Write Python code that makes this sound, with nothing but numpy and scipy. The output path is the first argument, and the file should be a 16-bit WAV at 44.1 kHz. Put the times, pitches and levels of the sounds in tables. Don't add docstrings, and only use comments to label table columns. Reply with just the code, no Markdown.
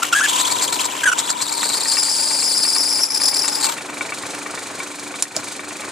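import sys
import numpy as np
from scipy import signal
from scipy.fft import rfft, irfft
from scipy.io import wavfile
from scipy.ndimage import uniform_filter1d, minimum_filter1d

SR = 44100
rng = np.random.default_rng(int(sys.argv[2]) if len(sys.argv) > 2 else 0)


def inscribe(sig):
    pcm = np.round(np.clip(np.atleast_2d(sig).T, -1, 1) * 32767)
    wavfile.write(sys.argv[1], SR, pcm.astype(np.int16))


N = 260631
T = np.arange(N) / SR
SPINDLE_HZ = 8.82


# (time [s], chatter [dB], blade ring [dB], shavings [dB], chatter frequency [Hz],
# coupling to the uneven work [ratio], stutter depth [dB])
CUT_COURSE = [(0, -32.5, -39.5, -31, 2985, 0.4, 5), (.2, -20.5, -22, -21, 3052, 0.35, 2.5),
              (.4, -19, -25.5, -22.5, 3600, 0.89, 2.5), (.68, -23.5, -27.5, -25, 4100, 1.07, 3.5),
              (1, -29, -35, -29.5, 3002, 1, 3.5), (1.3, -27.5, -32, -33.5, 3732, 1.04, 2),
              (1.6, -22, -28, -27.5, 4255, 0.58, 3.5), (2, -17.5, -23.5, -29, 4838, 0.26, 1.4),
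              (2.4, -18, -22.5, -46, 4820, .2, -1), (2.6, -15.5, -24.5, -59, 4840, .2, 2.9),
              (3.03, -17.5, -28, -53, 5150, 0.07, -0.4), (3.06, -20.5, -27, -33, 5200, 0.09, 4),
              (3.25, -15, -29, -32, 5215, .05, 4), (3.45, -21.5, -29.5, -30, 5135, 0.02, 4),
              (3.57, -23, -28.5, -26, 5014, .05, 3), (3.62, -20.5, -23, -26, 4560, 0.1, 4),
              (3.67, -29.5, -27, -28, 4276, .05, 7), (3.71, -33, -31, -24, 3500, 0.02, 5),
              (3.78, -65, -58, -56, 3000, .05, 10)]

def cut():
    chatter_db, ring_db, shaving_db, hz, coupling, stutter_db = in_time(CUT_COURSE)
    contact_db, tilt = contact(coupling, stutter_db)
    sag = .012 * np.clip(tilt, 0, 20) * np.clip(1 - coupling, 0, 1)
    edge = from_db(chatter_db - .29 * tilt) * chatter(hz * (1 - sag), coupling)
    tears = grains(per_s=9000 * from_db((3 + .8 * stutter_db) * drift(110)), spread_db=3)
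    torn = from_db(shaving_db) * shavings(tears)
    ringing = from_db(ring_db + .33 * tilt) * blade_ring(tears)
    return from_db(contact_db) * (edge + torn + ringing)


# (time [s], gain [dB], tilt from chatter to blade ring [relative])
EDGE_DIGS = [(.03, 19.5, 3.5), (.134, 5.5, -5), (0.297, 3.5, 2), (.35, 1, 4), (0.408, 5.5, 12),
             (.625, 4, 5), (.733, 5, -2), (.81, 6.5, -5), (.854, 5, 14), (1.012, 2.5, -5), (1.041, 7, 22),
             (1.123, 10, 21), (1.18, 7.5, 3), (1.196, 10, 11), (1.292, 4.5, 4), (1.308, 7.5, 7),
             (1.422, 5.5, 6), (1.578, 0, 6), (1.69, 10, 14), (1.742, 5, 6), (1.922, 5.5, 9),
             (2.035, 3.5, 6), (3.036, 6.5, -23), (3.106, 2.5, -4.5), (3.15, 9.5, -1.5), (3.178, 5, -1),
             (3.219, 9.5, 4), (3.237, 2.5, 3), (3.262, 4, 6), (3.286, 6, 0), (3.346, 5.5, 9), (3.374, 4, 8),
             (3.398, 4, 4), (3.42, 3.5, -16.5), (3.456, 6, 4), (3.484, 10.5, 27), (3.555, 2, -12),
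             (3.642, 5.5, -11), (3.657, 4, -10), (3.689, 11, -3), (3.722, 5.5, -8)]
# (time [s], width [s], gain [dB])
EDGE_BOUNCES = [(0.111, .0082, -24), (.225, .0051, -19), (0.444, 0.0049, -10), (.492, .006, -7),
                (.668, .006, -8), (.716, 0.0042, -25), (.776, .005, -4), (.905, 0.019, -2),
                (1.052, 0.0037, -13), (1.168, 0.0029, -9), (1.345, 0.018, -4.5), (1.793, 0.0028, -18),
                (3.08, 0.0037, -8), (3.131, .0033, -6), (3.198, 0.015, -11.5), (3.322, 0.014, -6),
                (3.595, 0.0037, -13)]
# (position [turns], width [s], gain [dB], tilt [relative])
WORK_SPOTS = [(.32, 0.0032, -2.5, 3), (.54, 0.0064, 4.5, 8), (.84, 0.0053, -7.5, -16), (.96, 0.01, 0.5, -2)]

def contact(coupling, stutter_db):
    dig_s, dig_db, dig_tilt = np.transpose(EDGE_DIGS)
    width_s = .0035 + .0054 * np.interp(dig_s, T, coupling)
    stutter = stutter_db * np.minimum(.91 * drift(61) + .51 * drift(144), .9)
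    contact_db = bumps(dig_s, width_s, dig_db) + bumps(*np.transpose(EDGE_BOUNCES)) + stutter
    tilt = bumps(dig_s, width_s, dig_tilt)
    turns = np.arange(CUT_COURSE[-1][0] * SPINDLE_HZ)
    for position, spot_width_s, gain_db, spot_tilt in WORK_SPOTS:
        spot = coupling * bumps((turns + position) / SPINDLE_HZ, spot_width_s, 1)
        contact_db += gain_db * spot
        tilt += spot_tilt * spot
    return contact_db, tilt


RUNOUT = [(1, 1.0, 2.2), (2, .7, -1.5), (3, .9, 2.9), (4, .7, 2.3)]

def chatter(hz, coupling):
    lobes = sum(weight * np.cos(2 * np.pi * k * SPINDLE_HZ * T + phase) for k, weight, phase in RUNOUT)
    roughness = .048 * (4999 / hz) ** 2.1
    wobble = (.017 + .048 * coupling) * (1.1 * lobes + .7 * drift(30))
    hz = hz * (1 + wobble)
    out = np.zeros(N)
    for detune in (.975, 1.025):
        tone = stick_slip(hz * detune, [(1, 2), (2, -6), (3, -9.5)], jitter=roughness, jitter_hz=1000)
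        out += tone * from_db(4 * np.minimum(drift(296), 1.2))
    return rms_one(out)


# (frequency [Hz], relative level [dB])
SHAVING_SPECTRUM = [(400, -33), (800, 7.5), (1500, 4.5), (2700, -6), (4000, 12.5), (6000, 0), (10000, 2),
                    (12000, 9), (16000, 4.5)]

def shavings(tears):
    return rms_one(shaped(tears, SHAVING_SPECTRUM))


# (frequency [Hz], nominal bandwidth [Hz], relative level [dB])
BLADE_MODES = [(7400, 510, 19), (8030, 260, 11.5), (9350, 1500, -17)]

def blade_ring(tears):
    return rms_one(sum(from_db(db) * ring(tears, hz, t60=2.73 / width) for hz, width, db in BLADE_MODES))


# (time [s], duration [s], first frequency [Hz], settled frequency [Hz], level [dB])
SQUEAL_LOCKS = [(0.021, .016, 1220, 1440, -22), (.126, 0.018, 1475, 1410, -15),
                (0.148, 0.054, 1466, 1660, -15), (0.205, 0.019, 1000, 1602, -14),
                (0.225, 0.039, 1549, 1730, -18), (1.033, .016, 1610, 1598, -20),
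                (1.056, 0.01904, 1625, 1680, -16), (1.073, 0.03, 1497, 1499, -15.5),
                (1.116, .019, 1460, 1515, -16.5)]
# (harmonic [number], level [dB])
SQUEAL_HARMONICS = [(1, 3.5), (2, -10), (3, -20), (4, -8.5), (5, -12), (6, -14), (7, -19)]
# (harmonic [number], level [dB])
RASP_HARMONICS = [(1, -5.5), (2, -12.5), (5, -16)]
SETTLE_S, SAG_S, SAG_SHARE, RAMP_S = .0047, .006, .06, .0016

def squeals():
    hz, level = np.full(N, 1500.), np.zeros(N)
    for s, length, first_hz, settled_hz, db in SQUEAL_LOCKS:
        since, until = T - s, s + length - T
        settling_hz = settled_hz + (first_hz - settled_hz) * np.exp(-np.abs(since) / SETTLE_S)
        sag = SAG_SHARE * np.exp(-np.abs(until) / SAG_S)
        gate = np.clip(np.minimum(since, until) / RAMP_S, 0, 1)
        hz = np.where(gate > 0, settling_hz * (1 - sag), hz)
        level += gate * from_db(db)
    rasp = stick_slip(hz, RASP_HARMONICS, jitter=.13, jitter_hz=900)
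    flutter = from_db(1.5 * np.minimum(drift(120), .7))
    tone = stick_slip(hz, SQUEAL_HARMONICS, jitter=.013, jitter_hz=200)
    return level * flutter * (tone + rasp)


# (time [s], frequency [Hz], level [dB])
MANDREL_COURSE = [(.26, 1018, -40), (.3, 1000, -26.5), (.66, 980, -30.5), (.9, 974, -34),
                  (1.45, 950.6, -33), (1.9, 906.5, -35), (3, 867.6, -38.5), (3.5, 866, -34),
                  (3.68, 900, -27.5), (3.78, 906.6, -47)]

def mandrel():
    hz, db = in_time(MANDREL_COURSE)
    pressing = np.clip((MANDREL_COURSE[-1][0] - T) / .052, 0, 1)
    return pressing * from_db(db + 3 * drift(50)) * stick_slip(hz, [(1, 0)], jitter=.05, jitter_hz=120)


# (time [s], crack level [dB], thud level [dB], treble gain [dB])
CLICK_EVENTS = [(5.2239, -2.5, -42, -4), (5.3652, -4.5, -17.5, -16)]
# (frequency [Hz], relative level [dB])
CRACK_SPECTRUM = [(180, -67), (300, -31), (1080, -11), (1610, -13), (3030, -16), (3640, -9), (5160, -5),
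                  (7080, 4.5), (10900, -3), (16000, -56)]
# (frequency [Hz], level [dB], 60 dB decay time [s])
THUD_MODES = [(347, -14, 0.092), (630, 2, 0.035)]

def clicks():
    noise = rms_one(shaped(rng.standard_normal(N), CRACK_SPECTRUM))
    out = np.zeros(N)
    for s, crack_db, thud_db, treble_db in CLICK_EVENTS:
        since = np.abs(T - s)
        fade = (T >= s) * (np.exp(-since / .0012) + .41 * np.exp(-since / .011))
        out += from_db(crack_db) * fade * shaped(noise, [(5000, 0), (9000, treble_db)])
        blow = from_db(thud_db) * (np.arange(N) == round((s + .003) * SR))
        out += sum(from_db(db) * ring(blow, hz, t60) for hz, db, t60 in THUD_MODES)
    return out


# (time [s], rumble level [dB], hiss level [dB])
LATHE_LEVELS = [(0, -35.5, -39), (.6, -32, -31.5), (1.2, -35.5, -46), (2, -36.5, -32.5), (3.6, -33, -35.5),
                (4.2, -33, -33.5), (4.8, -34.5, -34.5), (5.91, -33.5, -34.5)]
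MOTOR_HZ, MOTOR_TICK_S = 24.65, 4.335

def lathe():
    rumble_db, hiss_db = in_time(LATHE_LEVELS)
    angle = 2 * np.pi * MOTOR_HZ * (T - MOTOR_TICK_S)
    rumble = from_db(rumble_db) * motor_rumble(angle)
    hiss = from_db(hiss_db) * motor_hiss(angle)
    hum = from_db(rumble_db - rumble_db.mean()) * motor_hum(angle)
    ticks = from_db(rumble_db) * motor_ticks()
    return rumble + hiss + hum + ticks + drive_knocks()


# (frequency [Hz], level [dB], 60 dB decay time [s])
HEADSTOCK_MODES = [(1063, -3, 0.08), (1190, -1, 0.032), (1468, -7, 0.082), (1865, 3, 0.021),
                   (2290, 3, 0.049), (2350, -6, 0.048), (2685, -5.5, 0.062), (3590, -11.5, 0.09)]
# (time [s], gain [dB])
KNOCK_ACCENTS = [(1.63, 5.5), (1.97, 5.5), (2.08, -1.5), (2.54, -11), (2.65, 2.5), (2.76, 4), (2.88, -12),
                 (3.44, 2.5), (3.56, -11), (3.67, 3), (3.78, 3), (4.01, 7.5), (4.12, 5.5), (4.35, 1),
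                 (4.46, 2), (4.69, -9), (4.8, 3), (4.91, -4), (5.03, -15), (5.37, -13), (5.48, -6),
                 (5.82, -4)]
# (time [s], level [dB])
FRAME_TAPS = [(1.6996, -27), (3.2, -29), (3.4801, -25), (3.5901, -29), (3.6959, -29), (3.971, -35)]
KNOCK_HZ, KNOCK_S, KNOCK_DB = 8.832, 1.9705, -28

def drive_knocks():
    knock_s = np.arange(KNOCK_S % (1 / KNOCK_HZ), N / SR, 1 / KNOCK_HZ)
    knock_db = KNOCK_DB + sum(db * (np.abs(knock_s - s) < .5 / KNOCK_HZ) for s, db in KNOCK_ACCENTS)
    tap_s, tap_db = np.transpose(FRAME_TAPS)
    return struck(np.r_[knock_s, tap_s], np.r_[knock_db, tap_db], HEADSTOCK_MODES, contact_s=.0012)


# (frequency [Hz], relative level [dB])
RUMBLE_SPECTRUM = [(24, -80), (40, -50), (64, -49), (86, -15), (241, -12), (291, -3), (325, -9), (371, -7),
                   (798, -8), (1480, -9.5), (2150, -12), (2360, -11.5), (3500, -28), (4550, -54),
                   (7700, -120)]

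def motor_rumble(angle):
    noise = rms_one(shaped(rng.standard_normal(N), RUMBLE_SPECTRUM))
    return noise * from_db(2.9 * np.cos(angle - 1.2) + 1.1 * drift(4.5))


# (frequency [Hz], relative level [dB])
HISS_SPECTRUM = [(1650, -38), (2800, -6.5), (3240, -3), (4150, 1.5), (5440, -4), (6970, 1.5), (7770, -1),
                 (8420, 1.5), (8860, -0.5), (10300, -6.5), (13000, -22), (14900, -27), (16000, -36)]

def motor_hiss(angle):
    throb = np.cos(angle - 2.2) + .28 * np.cos(2 * angle - 4.2) + .2 * np.cos(4 * angle - 2.5)
    hiss = rms_one(shaped(grains(per_s=15000, spread_db=2.5), HISS_SPECTRUM))
    hiss += from_db(-19) * rms_one(ring(hiss, hz=8560, t60=.014))
    treble = shaped(hiss, [(7000, -24), (11000, -.5)])
    hiss += treble * (from_db(3.9 * throb) - 1)
    return hiss * from_db(2.85 * throb + 1.32 * drift(8.3))


# (frequency [Hz], level [dB], 60 dB decay time [s])
LOOSE_PART_MODES = [(1436, -9, 0.045), (2330, -2.5, 0.032), (2470, -2, 0.024), (8260, -33, 0.018)]

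def motor_ticks():
    times = np.arange(MOTOR_TICK_S % (1 / MOTOR_HZ), N / SR, 1 / MOTOR_HZ)
    return struck(times, 6.5, LOOSE_PART_MODES, contact_s=.0017)


# (harmonic [number], rms level [dB])
MOTOR_HARMONICS = [(4, -62), (9, -53.5), (11, -52), (12, -43.5), (15, -49.5), (21, -52.5)]

def motor_hum(angle):
    return np.sqrt(2) * sum(from_db(db + 1.2 * drift(3.9)) * np.sin(k * angle + k)
                            for k, db in MOTOR_HARMONICS)


def stick_slip(hz, harmonics, jitter, jitter_hz):
    phase = 2 * np.pi * np.cumsum(hz * (1 + jitter * drift(jitter_hz))) / SR
    return np.sqrt(2) * sum(from_db(db) * np.sin(k * phase) for k, db in harmonics)


def struck(times, levels_db, modes, contact_s, spread_db=2.5):
    at, out = (times * SR).astype(int), np.zeros(N)
    scatter_db = rng.normal(0, spread_db, (len(at), len(modes)))
    noise, decay = rng.standard_normal(N), np.exp(-1 / (contact_s * SR))
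    for k, (hz, db, t60) in enumerate(modes):
        blows = np.zeros(N)
        blows[at] = from_db(levels_db + db + scatter_db[:, k])
        rattle = noise * signal.lfilter([np.sqrt(1 - decay ** 2)], [1, -decay], blows + 1e-18)
        out += ring(.85 * (-1) ** k * blows + .5 * rattle, hz, t60)
    return out


def ring(x, hz, t60):
    r, w = from_db(-60 / (t60 * SR)), 2 * np.pi * hz / SR
    return signal.lfilter([0, np.sin(w)], [1, -2 * r * np.cos(w), r * r], x + 1e-18)


def grains(per_s, spread_db):
    sizes = from_db(spread_db * np.minimum(rng.exponential(1, N), 5)) * rng.choice([-1, 1], N)
    return sizes * (rng.random(N) < per_s / SR)


def drift(hz):
    r = np.exp(-2 * np.pi * hz / SR)
    return rms_one(signal.lfilter([1], [1, -2 * r, r * r], rng.standard_normal(N + SR))[SR:])


def bumps(times, widths, heights):
    out = np.zeros(N)
    for s, width, height in np.broadcast(times, widths, heights):
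        near = slice(max(int((s - 4 * width) * SR), 0), int((s + 4 * width) * SR))
        out[near] += height * np.exp(-.5 * ((T[near] - s) / width) ** 2)
    return out


def shaped(x, points, phase=0):
    hz = np.maximum(np.fft.rfftfreq(N, 1 / SR), 1)
    at, db = np.transpose(points)
    gain = from_db(np.interp(np.log(hz), np.log(at), db))
    return irfft(rfft(x) * gain * np.exp(1j * phase), N)


def in_time(rows):
    s, *columns = np.transpose(rows)
    return [np.interp(T, s, column) for column in columns]


def from_db(db):
    return 10 ** (np.asarray(db) / 20)


def rms_one(x):
    return x / np.sqrt(np.mean(x ** 2) + 1e-20)


# (frequency [Hz], level [dB])
DIFFUSE_SHARE = [(60, -9.5), (300, -14.5), (1400, -8.5), (4000, -10), (8000, -10), (15000, -4)]

def stereo(x, differences):
    at, db, lead = np.transpose(differences)
    hz = np.fft.rfftfreq(N, 1 / SR)
    scatter = rng.standard_normal(5000) * np.exp(-np.arange(5000) / SR / .015)
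    scatter /= np.linalg.norm(scatter)
    side = shaped(signal.fftconvolve(x, scatter)[:N], DIFFUSE_SHARE)
    left = shaped(x + side, np.c_[at, db / 2])
    right = shaped(x - side, np.c_[at, -db / 2], np.interp(hz, at, lead))
    return np.array([left, right])


# (frequency [Hz], gain [dB])
BLADE_OFF_AXIS = [(1000, 0), (2600, 0), (4000, -5.5), (5300, -1.5), (6400, -1.5), (7200, 0), (10200, 2.5),
                  (11500, -1.5), (13000, -11.5), (16000, -11.5)]
# (frequency [Hz], left over right [dB], phase lead of the right [rad])
BLADE_PATHS = [(100, 1.5, 0), (1500, 1.8, 0), (3000, 1.5, 0), (4800, 3.2, -.3), (6300, 4, .7),
               (8700, 4, 1.0), (10200, 5, 2.0), (11700, 8, 2.8), (16000, 8, 3.5)]
# (frequency [Hz], left over right [dB], phase lead of the right [rad])
LATHE_PATHS = [(100, 0.54, 0.058), (2400, 1.9, 0.15), (4400, 0.31, 0.4), (9000, 0, 1), (12000, 0.13, 1.5),
               (16000, 1.7, 9.2)]

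def scene():
    blade = stereo(shaped(cut() + squeals(), BLADE_OFF_AXIS), BLADE_PATHS)
    workshop = stereo(lathe() + clicks(), LATHE_PATHS)
    return blade + workshop + mandrel() * np.array([[2.2], [-.9]])


BASS_CUT_HZ, TOP_CUT_HZ = 95, 16400
THRESHOLD_DB, HOLD_S, SMOOTHING_S = -8.5, .065, .016

def record(dry):
    x = signal.sosfilt(signal.butter(8, BASS_CUT_HZ, "high", fs=SR, output="sos"), dry)
    power = uniform_filter1d((x ** 2).mean(axis=0), size=66, origin=32)
    over_db = np.maximum(10 * np.log10(np.abs(power) + 1e-12) - THRESHOLD_DB, 0)
    hold = round(HOLD_S * SR)
    over_db = -minimum_filter1d(-over_db, hold, origin=(hold - 1) // 2)
    release_db = 60 * T
    held_db = np.maximum.accumulate(over_db + release_db) - release_db
    r = np.exp(-1 / (SMOOTHING_S * SR))
    gain_db = -2.2 * signal.lfilter([1 - r], [1, -r], held_db)
    saturated = 1.126 * np.tanh(x * from_db(gain_db) / 1.24)
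    return signal.sosfilt(signal.cheby2(14, 70, TOP_CUT_HZ, fs=SR, output="sos"), saturated)


dry = scene()
out = record(dry)
inscribe(out)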